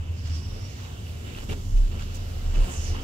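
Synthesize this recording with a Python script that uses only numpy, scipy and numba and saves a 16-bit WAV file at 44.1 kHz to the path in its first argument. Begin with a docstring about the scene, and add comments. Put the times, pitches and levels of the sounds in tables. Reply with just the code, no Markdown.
"""Inside a gliding cable-car cabin, 3 s: shell drone (wandering sine, 77-93 Hz), panel resonances and soft hiss
(filtered noise) run throughout. From 0.2 s a stiff jacket rubs in bursts of grainy noise; the first sleeve
swish (gliding noise band) and thin squeaks (narrow noise) come before 0.8 s, a third squeak at 1.2 s. Ticks
(damped sines) fall at 0.9-2 s. From 1.4 s the floor heaves harder near 32 Hz and soft knocks lift the cabin
ring; a second, higher swish glides down from 2.6 s. Two microphone ports hear it all."""
import sys
import numpy as np
from scipy import signal
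from scipy.fft import rfft, irfft
from scipy.io import wavfile
from scipy.ndimage import uniform_filter1d
from numba import njit

SR = 44100
rng = np.random.default_rng(int(sys.argv[2]) if len(sys.argv) > 2 else 0)


def level_to_linear(level):
    """Convert decibel levels to linear amplitude factors, elementwise."""
    exponent = np.asarray(level, float) / 20
    return 10 ** exponent


def materialize(psi):
    """Save the field psi as 16-bit PCM at rate SR to the path in sys.argv[1].

    A 1-D psi becomes a single channel; in a 2-D psi each row is a channel.
    """
    bounded = np.clip(np.atleast_2d(psi).T, -1, 1)
    quanta = np.round(bounded * 32767).astype(np.int16)
    wavfile.write(sys.argv[1], SR, quanta)


N = 133623


def over_hz(table, hz, index=1):
    """Column read on a log-frequency axis."""
    rows = np.array(table, float)
    return np.interp(np.log(np.maximum(hz, 1)), np.log(rows[:, 0]), rows[:, index])


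def over_s(table, index=1):
    """Column read along time."""
    rows = np.array(table, float)
    return np.interp(np.arange(N) / SR, rows[:, 0], rows[:, index])


def unit(x):
    """Scale to rms 1."""
    return x / np.sqrt(np.mean(x ** 2))


def walk(rate_hz):
    """Random levels of about unit rms, held 1 / rate_hz s and slewed twice."""
    hold = int(SR / rate_hz)
    steps = np.repeat(rng.standard_normal(N // hold + 1), hold)
    return 1.38 * uniform_filter1d(uniform_filter1d(steps, hold), hold)[:N]


def stroke(start_s, length_s):
    """Rise, hold and fall of one cloth stroke, 0-1."""
    rise, hold_end = 0.21, 0.52  # shares of the length
    corners_s = start_s + length_s * np.array([0, rise, hold_end, 1])
    return np.interp(np.arange(N) / SR, corners_s, [0, 1, 1, 0])


@njit
def svf(x, hz, width):
    """State-variable band-pass with a moving centre, gain 1 there."""
    y, band, low = np.empty(len(x)), 0., 0.
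    for i in range(len(x)):
        g, k = np.tan(np.pi * hz[i] / SR), width / hz[i]
        v = (band + g * (x[i] - low)) / (1 + g * (g + k))
        band, low, y[i] = 2 * v - band, low + 2 * g * v, k * v
    return y


def ring(hz, width_hz):
    """Two unrelated noises, each twice through one resonance (width per pass), rms 1."""
    centre_hz, width_hz = hz * np.ones(N), float(width_hz)
    noises = rng.standard_normal((2, N))
    return unit(np.array([svf(svf(x, centre_hz, width_hz), centre_hz, width_hz) for x in noises]))


def panel(table, hz, wander, rate_hz, shake_share):
    """Panel swinging as a sine of wandering pitch, plus unsteady shaking as narrow noise."""
    pitch_hz = hz * (1 + wander * walk(rate_hz))
    level = uniform_filter1d(level_to_linear(over_s(table)), size=600)
    shake = ring(hz, np.mean(hz) * 0.3)
    swing = np.sqrt(2) * np.sin(2 * np.pi * np.cumsum(pitch_hz) / SR)
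    side_db = -7  # shaking in the second view
    return level * np.array([swing + shake_share * shake[0], level_to_linear(side_db) * shake[1]])


def drone():
    """Cabin shell swinging as a panel whose mean pitch drifts and jumps."""
    # swing level: t/s, level/dB
    drone_level = [(0.0, -24), (0.05, -38.5), (0.1, -29), (0.24, -31), (0.34, -25.5), (0.45, -42),
                   (0.48, -27.5), (0.59, -51), (0.63, -28.5), (0.67, -44), (1.23, -38), (1.4, -49.5),
                   (1.49, -32), (1.87, -47.5), (1.9, -31.5), (2.18, -35.5), (2.51, -31), (2.58, -39),
                   (2.63, -31.5), (2.75, -40.5), (2.8, -26.5), (2.84, -39), (2.91, -25.5), (3.0, -35.5),
                   (3.03, -58)]
    # mean pitch: t/s, f/Hz
    drone_pitch = [(0, 82.3), (.28, 81.7), (.36, 78.3), (.52, 78.8), (.6, 92.6), (.82, 92.8), (.9, 82),
                   (2.1, 78.96), (2.2, 90), (2.5, 76.95), (3.03, 77.26)]
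    return panel(drone_level, over_s(drone_pitch), wander=0.014, rate_hz=11.87, shake_share=0.29)


def heave():
    """Floor panel swinging at about 32 Hz, harder when jolted."""
    # swing level: t/s, level/dB
    heave_level = [(0.0, -42), (0.22, -50), (0.56, -42), (0.83, -55), (1.33, -49), (1.41, -34), (1.44, -48),
                   (1.54, -34), (1.57, -41.5), (1.72, -34), (1.75, -20.5), (1.84, -21), (1.94, -35.5),
                   (2.03, -32), (2.43, -36.5), (2.46, -25.5), (2.63, -21), (2.7, -44), (2.94, -32.5),
                   (3.03, -39)]
    return panel(heave_level, 32, wander=0.029, rate_hz=8, shake_share=0.73)


def cabin():
    """Noise held in air and panel resonances fed by rope vibration; wall knocks lift the upper ones."""
    # resonances: f/Hz, width per pass/Hz, level/dB
    resonances = [(63.2, 21.5, -43.5), (97.4, 14.3, -42), (110.6, 16.7, -44.5), (146.3, 11, -51.5),
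                  (188.9, 13.8, -54.5), (220.6, 13.2, -56), (247.2, 9.4, -57.5), (275.4, 18, -57.5),
                  (328, 50, -63), (404.8, 20.5, -63), (599, 64, -66.5)]
    # soft wall knocks: t/s, added ring over the steady one/dB, before rise and decay
    knocks = [(1.489, 19.5), (1.92, 7), (2.63, 10), (2.9, 10)]
    rise_s, t60_s, knock_from_hz = 0.051, 0.39, 165
    t = np.arange(N) / SR
    lift = np.ones(N)
    for start_s, db in knocks:
        since_s = np.maximum(t - start_s, 0)
        decay = np.exp(-np.log(1000) * since_s / t60_s)
        lift += level_to_linear(db) * (1 - np.exp(-since_s / rise_s)) * decay
    return sum(level_to_linear(db) * ring(hz, width_hz) * (lift if hz > knock_from_hz else 1)
               for hz, width_hz, db in resonances)


def noise_bands():
    """Air and cloth noise of one rippled colour, split in third octaves: (Hz, air, cloth)."""
    # spectrum of air and rope hiss through the shell: f/Hz, relative level per Hz/dB
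    spectrum = [(125, -5), (160, -13.5), (260, -14.5), (600, -18.5), (1020, -22.5), (1590, -25.5),
                (2330, -26.5), (2900, -22), (3500, -27), (4420, -31), (6000, -30), (7650, -30.5),
                (8500, -39), (9650, -41), (11500, -38), (15600, -40.5)]
    ripple_db, ripple_hz, hiss_db = 1.4, 30, -49  # ripple: dense high cabin modes; hiss before swell
    f = np.fft.rfftfreq(N, 1 / SR)
    ripple = unit(uniform_filter1d(rng.standard_normal(len(f)), int(ripple_hz * N / SR)))
    colour = level_to_linear(over_hz(spectrum, f) + ripple_db * ripple) * (f > 120)
    air, cloth = (rfft(rng.standard_normal((2, N))) * colour for _ in range(2))
    scale = level_to_linear(hiss_db) / np.std(irfft(air, N))
    bands = []
    for hz in 125 * 2 ** np.arange(0, 7.1, 1 / 3):
        octaves_off = np.abs(np.log2(np.maximum(f, 1) / hz))
        mask = scale * np.sqrt(np.clip(1 - 3 * octaves_off, 0, 1))  # overlaps sum in power
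        bands.append((hz, irfft(air * mask, N), irfft(cloth * mask, N)))
    return bands


def grain():
    """Dense fibre snaps of uneven size, each decaying, as a rough gain of rms 1."""
    snaps_per_s, decay_s, spread_db = 1200, 0.002, 1.5
    snaps = (rng.random(N) < snaps_per_s / SR) * level_to_linear(spread_db * rng.exponential(size=N))
    return unit(signal.lfilter([1], [1, -np.exp(-1 / (decay_s * SR))], snaps) + 2)


def rubs(bands):
    """Stiff jacket rubbing: grainy noise bursts, each with its own spectrum."""
    # spectrum points of a rub: f/Hz
    rub_hz = (350, 1100, 2800, 6500, 12000)
    # rubs: start/s, length/s, then level over the unswelled hiss/dB at each of rub_hz
    rub_rows = [(.22, 0.24, -14, 2, 1.5, 4.5, -16), (.48, 0.23, -0.5, 0, -22, -24, -19),
                (.76, 0.15, -18, 2.5, -4, -4, -15), (1.03, 0.14, -14, -15, 3, -24, 0),
                (1.22, 0.2, 6.5, -0.5, 3, -12, -2), (1.344, 0.11, 1.5, 4, 5.5, -1, -1),
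                (1.419, 0.044, 9, -3, -3, 2, 2), (1.481, 0.082, 16, 7, 12, 4.5, 5.5),
                (1.759, 0.042, -19, -10, 3.5, -1, 0.5), (1.9, 0.11, 7, 5, 3.5, -9, -10),
                (1.984, 0.076, -18, 6.5, 5, 3.5, -2), (2.138, 0.045, -26, 2, -4, 9.5, 8.5),
                (2.521, 0.15, 9, 8, 5, -1, -2), (2.61, 0.2, 6.5, 8, 6, 1, 5),
                (2.86, 0.081, 9.5, 1.5, -27, -2, -8), (2.931, 0.076, 2, 9, 5.5, -5, -13)]
    thin_below_hz = 204
    shapes = np.array([np.sin(np.pi / 2 * stroke(row[0], row[1])) ** 2 for row in rub_rows])
    rough, out = grain(), 0
    for hz, _, cloth in bands:
        levels_db = [np.interp(np.log(hz), np.log(rub_hz), row[2:]) for row in rub_rows]
        lift = level_to_linear(levels_db) @ shapes
        lift = lift * min(hz / thin_below_hz, 1) ** 0.78 * level_to_linear(0.97 * walk(29.65))
        out = out + lift * rough * cloth
    return out


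def swishes():
    """Cloth sliding on cloth: a gliding noise band, broad air around it, thin whistles where it crosses them."""
    # two sleeve swishes, each: t/s, band level/dB, centre f/Hz
    paths = [
        [(.17, -61.5, 5350), (.29, -54, 4750), (.36, -51, 5270), (.46, -57, 5300), (.72, -60, 5300)],
        [(2.62, -60, 8900), (2.67, -57.5, 7800), (2.72, -47.5, 7000), (2.8, -46, 6320), (2.86, -44.5, 6007),
         (2.91, -47.5, 5460), (2.96, -58, 5000)],
    ]
    # band width of each swish: width/Hz
    widths_hz = (1150, 2300)
    # thin weave whistles: f/Hz
    weave_hz = (4650, 5300, 5970, 6600, 7050)
    weave_width_hz, weave_db, weave_reach_hz = 36, -11, 500
    air_width_hz, air_db = 4520, -3.5
    patch_db, patch_rate_hz = 2, 35  # unevenness of each strip
    fade_s = 0.031
    out = 0
    for rows, width_hz in zip(paths, widths_hz):
        centre_hz = over_s(rows, index=2)
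        start_s, end_s = rows[0][0], rows[-1][0]
        fade = over_s([(start_s - fade_s, 0), (start_s, 1), (end_s, 1), (end_s + fade_s, 0)])
        band = unit(sum(level_to_linear(patch_db * walk(patch_rate_hz)) * ring(centre_hz + k * width_hz / 3, width_hz / 2)
                        for k in (-1, 0, 1)))
        whistles = 0
        for hz in weave_hz:
            nearness = 1 / (1 + ((hz - centre_hz) / weave_reach_hz) ** 4)
            whistles = whistles + level_to_linear(2.0 * walk(13)) * ring(hz, weave_width_hz) * nearness
        body = band + level_to_linear(weave_db) * whistles + level_to_linear(air_db) * ring(centre_hz, air_width_hz)
        out = out + fade * level_to_linear(over_s(rows) + walk(40.5)) * body
    return out


def squeaks():
    """Cloth on a smooth surface: narrow noise tones of wavering level that swell and fade."""
    # squeaks: start/s, length/s, level/dB, f/Hz
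    squeak_rows = [(0.203, 0.5, -58, 5600), (.59, 0.12, -58, 5590), (1.245, 0.13, -60, 3620)]
    return sum(stroke(start_s, length_s) * level_to_linear(db + 1.7 * walk(23.625)) * ring(hz, width_hz=29)
               for start_s, length_s, db, hz in squeak_rows)


def ticks():
    """Zip or seam ticking: short damped sines, alike in both views."""
    # ticks: t/s, initial amplitude/dB, f/Hz
    tick_rows = [(0.8605, -42.5, 2510), (1.068, -39.5, 2840), (1.349, -33, 2710), (1.4984, -33, 2336),
                 (1.495, -34.5, 2820), (1.9943, -38, 2590)]
    t60_s = 0.017
    out, t = np.zeros(N), np.arange(2000) / SR
    decay = np.exp(-np.log(1000) * t / t60_s)
    for start_s, db, hz in tick_rows:
        i = int(start_s * SR)
        out[i:i + len(t)] += level_to_linear(db) * np.sin(2 * np.pi * hz * t) * decay
    return out


def hiss(bands):
    """Air and rope hiss through the shell: noise bands that swell slowly and flicker one by one."""
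    # slow swell: t/s, low level/dB (x1.5 up to 2 kHz, x0.5 from 8 kHz), high level/dB (x0 to x1 over 2-8 kHz)
    swell_rows = [(0, 0.5, -5), (.25, -1, -2.5), (.8, 1.5, -0.5), (1.3, -0.5, 1.5), (1.7, -1, 1.5),
                  (2.3, 1.5, 0.5), (3.03, 4, 0.5)]
    low_db, high_db = over_s(swell_rows), over_s(swell_rows, index=2)
    shared, out = walk(7.45), 0
    for hz, air, _ in bands:
        up = np.clip(np.log2(hz / 2000) / 2, 0, 1)
        swell_db = (1.5 - up) * low_db + up * high_db
        out = out + level_to_linear(swell_db + 0.24 * shared + 1.64 * walk(8.9)) * air
    return out


def scene():
    """Two views of the sound field, unrelated but for shared levels and the ticks."""
    bands = noise_bands()
    shell = drone() + heave() + cabin()
    jacket = rubs(bands) + swishes() + squeaks() + ticks()
    return shell + jacket + hiss(bands)


def low_pass(x):
    """Removes everything above the highest recorded frequency."""
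    return signal.sosfilt(signal.butter(12, 16760, fs=SR, output="sos"), x)


def record(dry):
    """Two ports: alike in the bass, mostly unlike in the treble, the right louder at about 2-12 kHz."""
    # port likeness: f/Hz, likeness/0-1, phase lead of the left/rad
    ports = [(40.4, 1, 0.32), (100, 1, 0.14), (154, 0.91, 0.06), (255, 0.7, 0.3), (665, 0.45, -2),
             (1430, 0.54, -2.5), (2840, 0.41, -5.5), (7400, 0.16, -3.5), (15500, 0.23, -5.5)]
    # level balance: f/Hz, left over right/dB
    balance = [(60, -1), (200, 0.5), (380, 3), (700, -3.5), (1290, -0.5), (2380, -2), (4400, -10),
               (7800, -8), (9500, -8.5), (15000, 1)]
    top_hz = 15740
    f = np.fft.rfftfreq(N, 1 / SR)
    first, second = rfft(dry) * (f < top_hz)
    like = np.clip(over_hz(ports, f), 0, 1)
    turn = np.exp(1j * over_hz(ports, f, index=2))
    lean = level_to_linear(over_hz(balance, f) / 2)
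    left = (like * first * turn + np.sqrt(1 - like ** 2) * second) * lean
    right = first / lean
    return low_pass(irfft(np.array([left, right]), N))


dry = scene()
out = record(dry)
materialize(out)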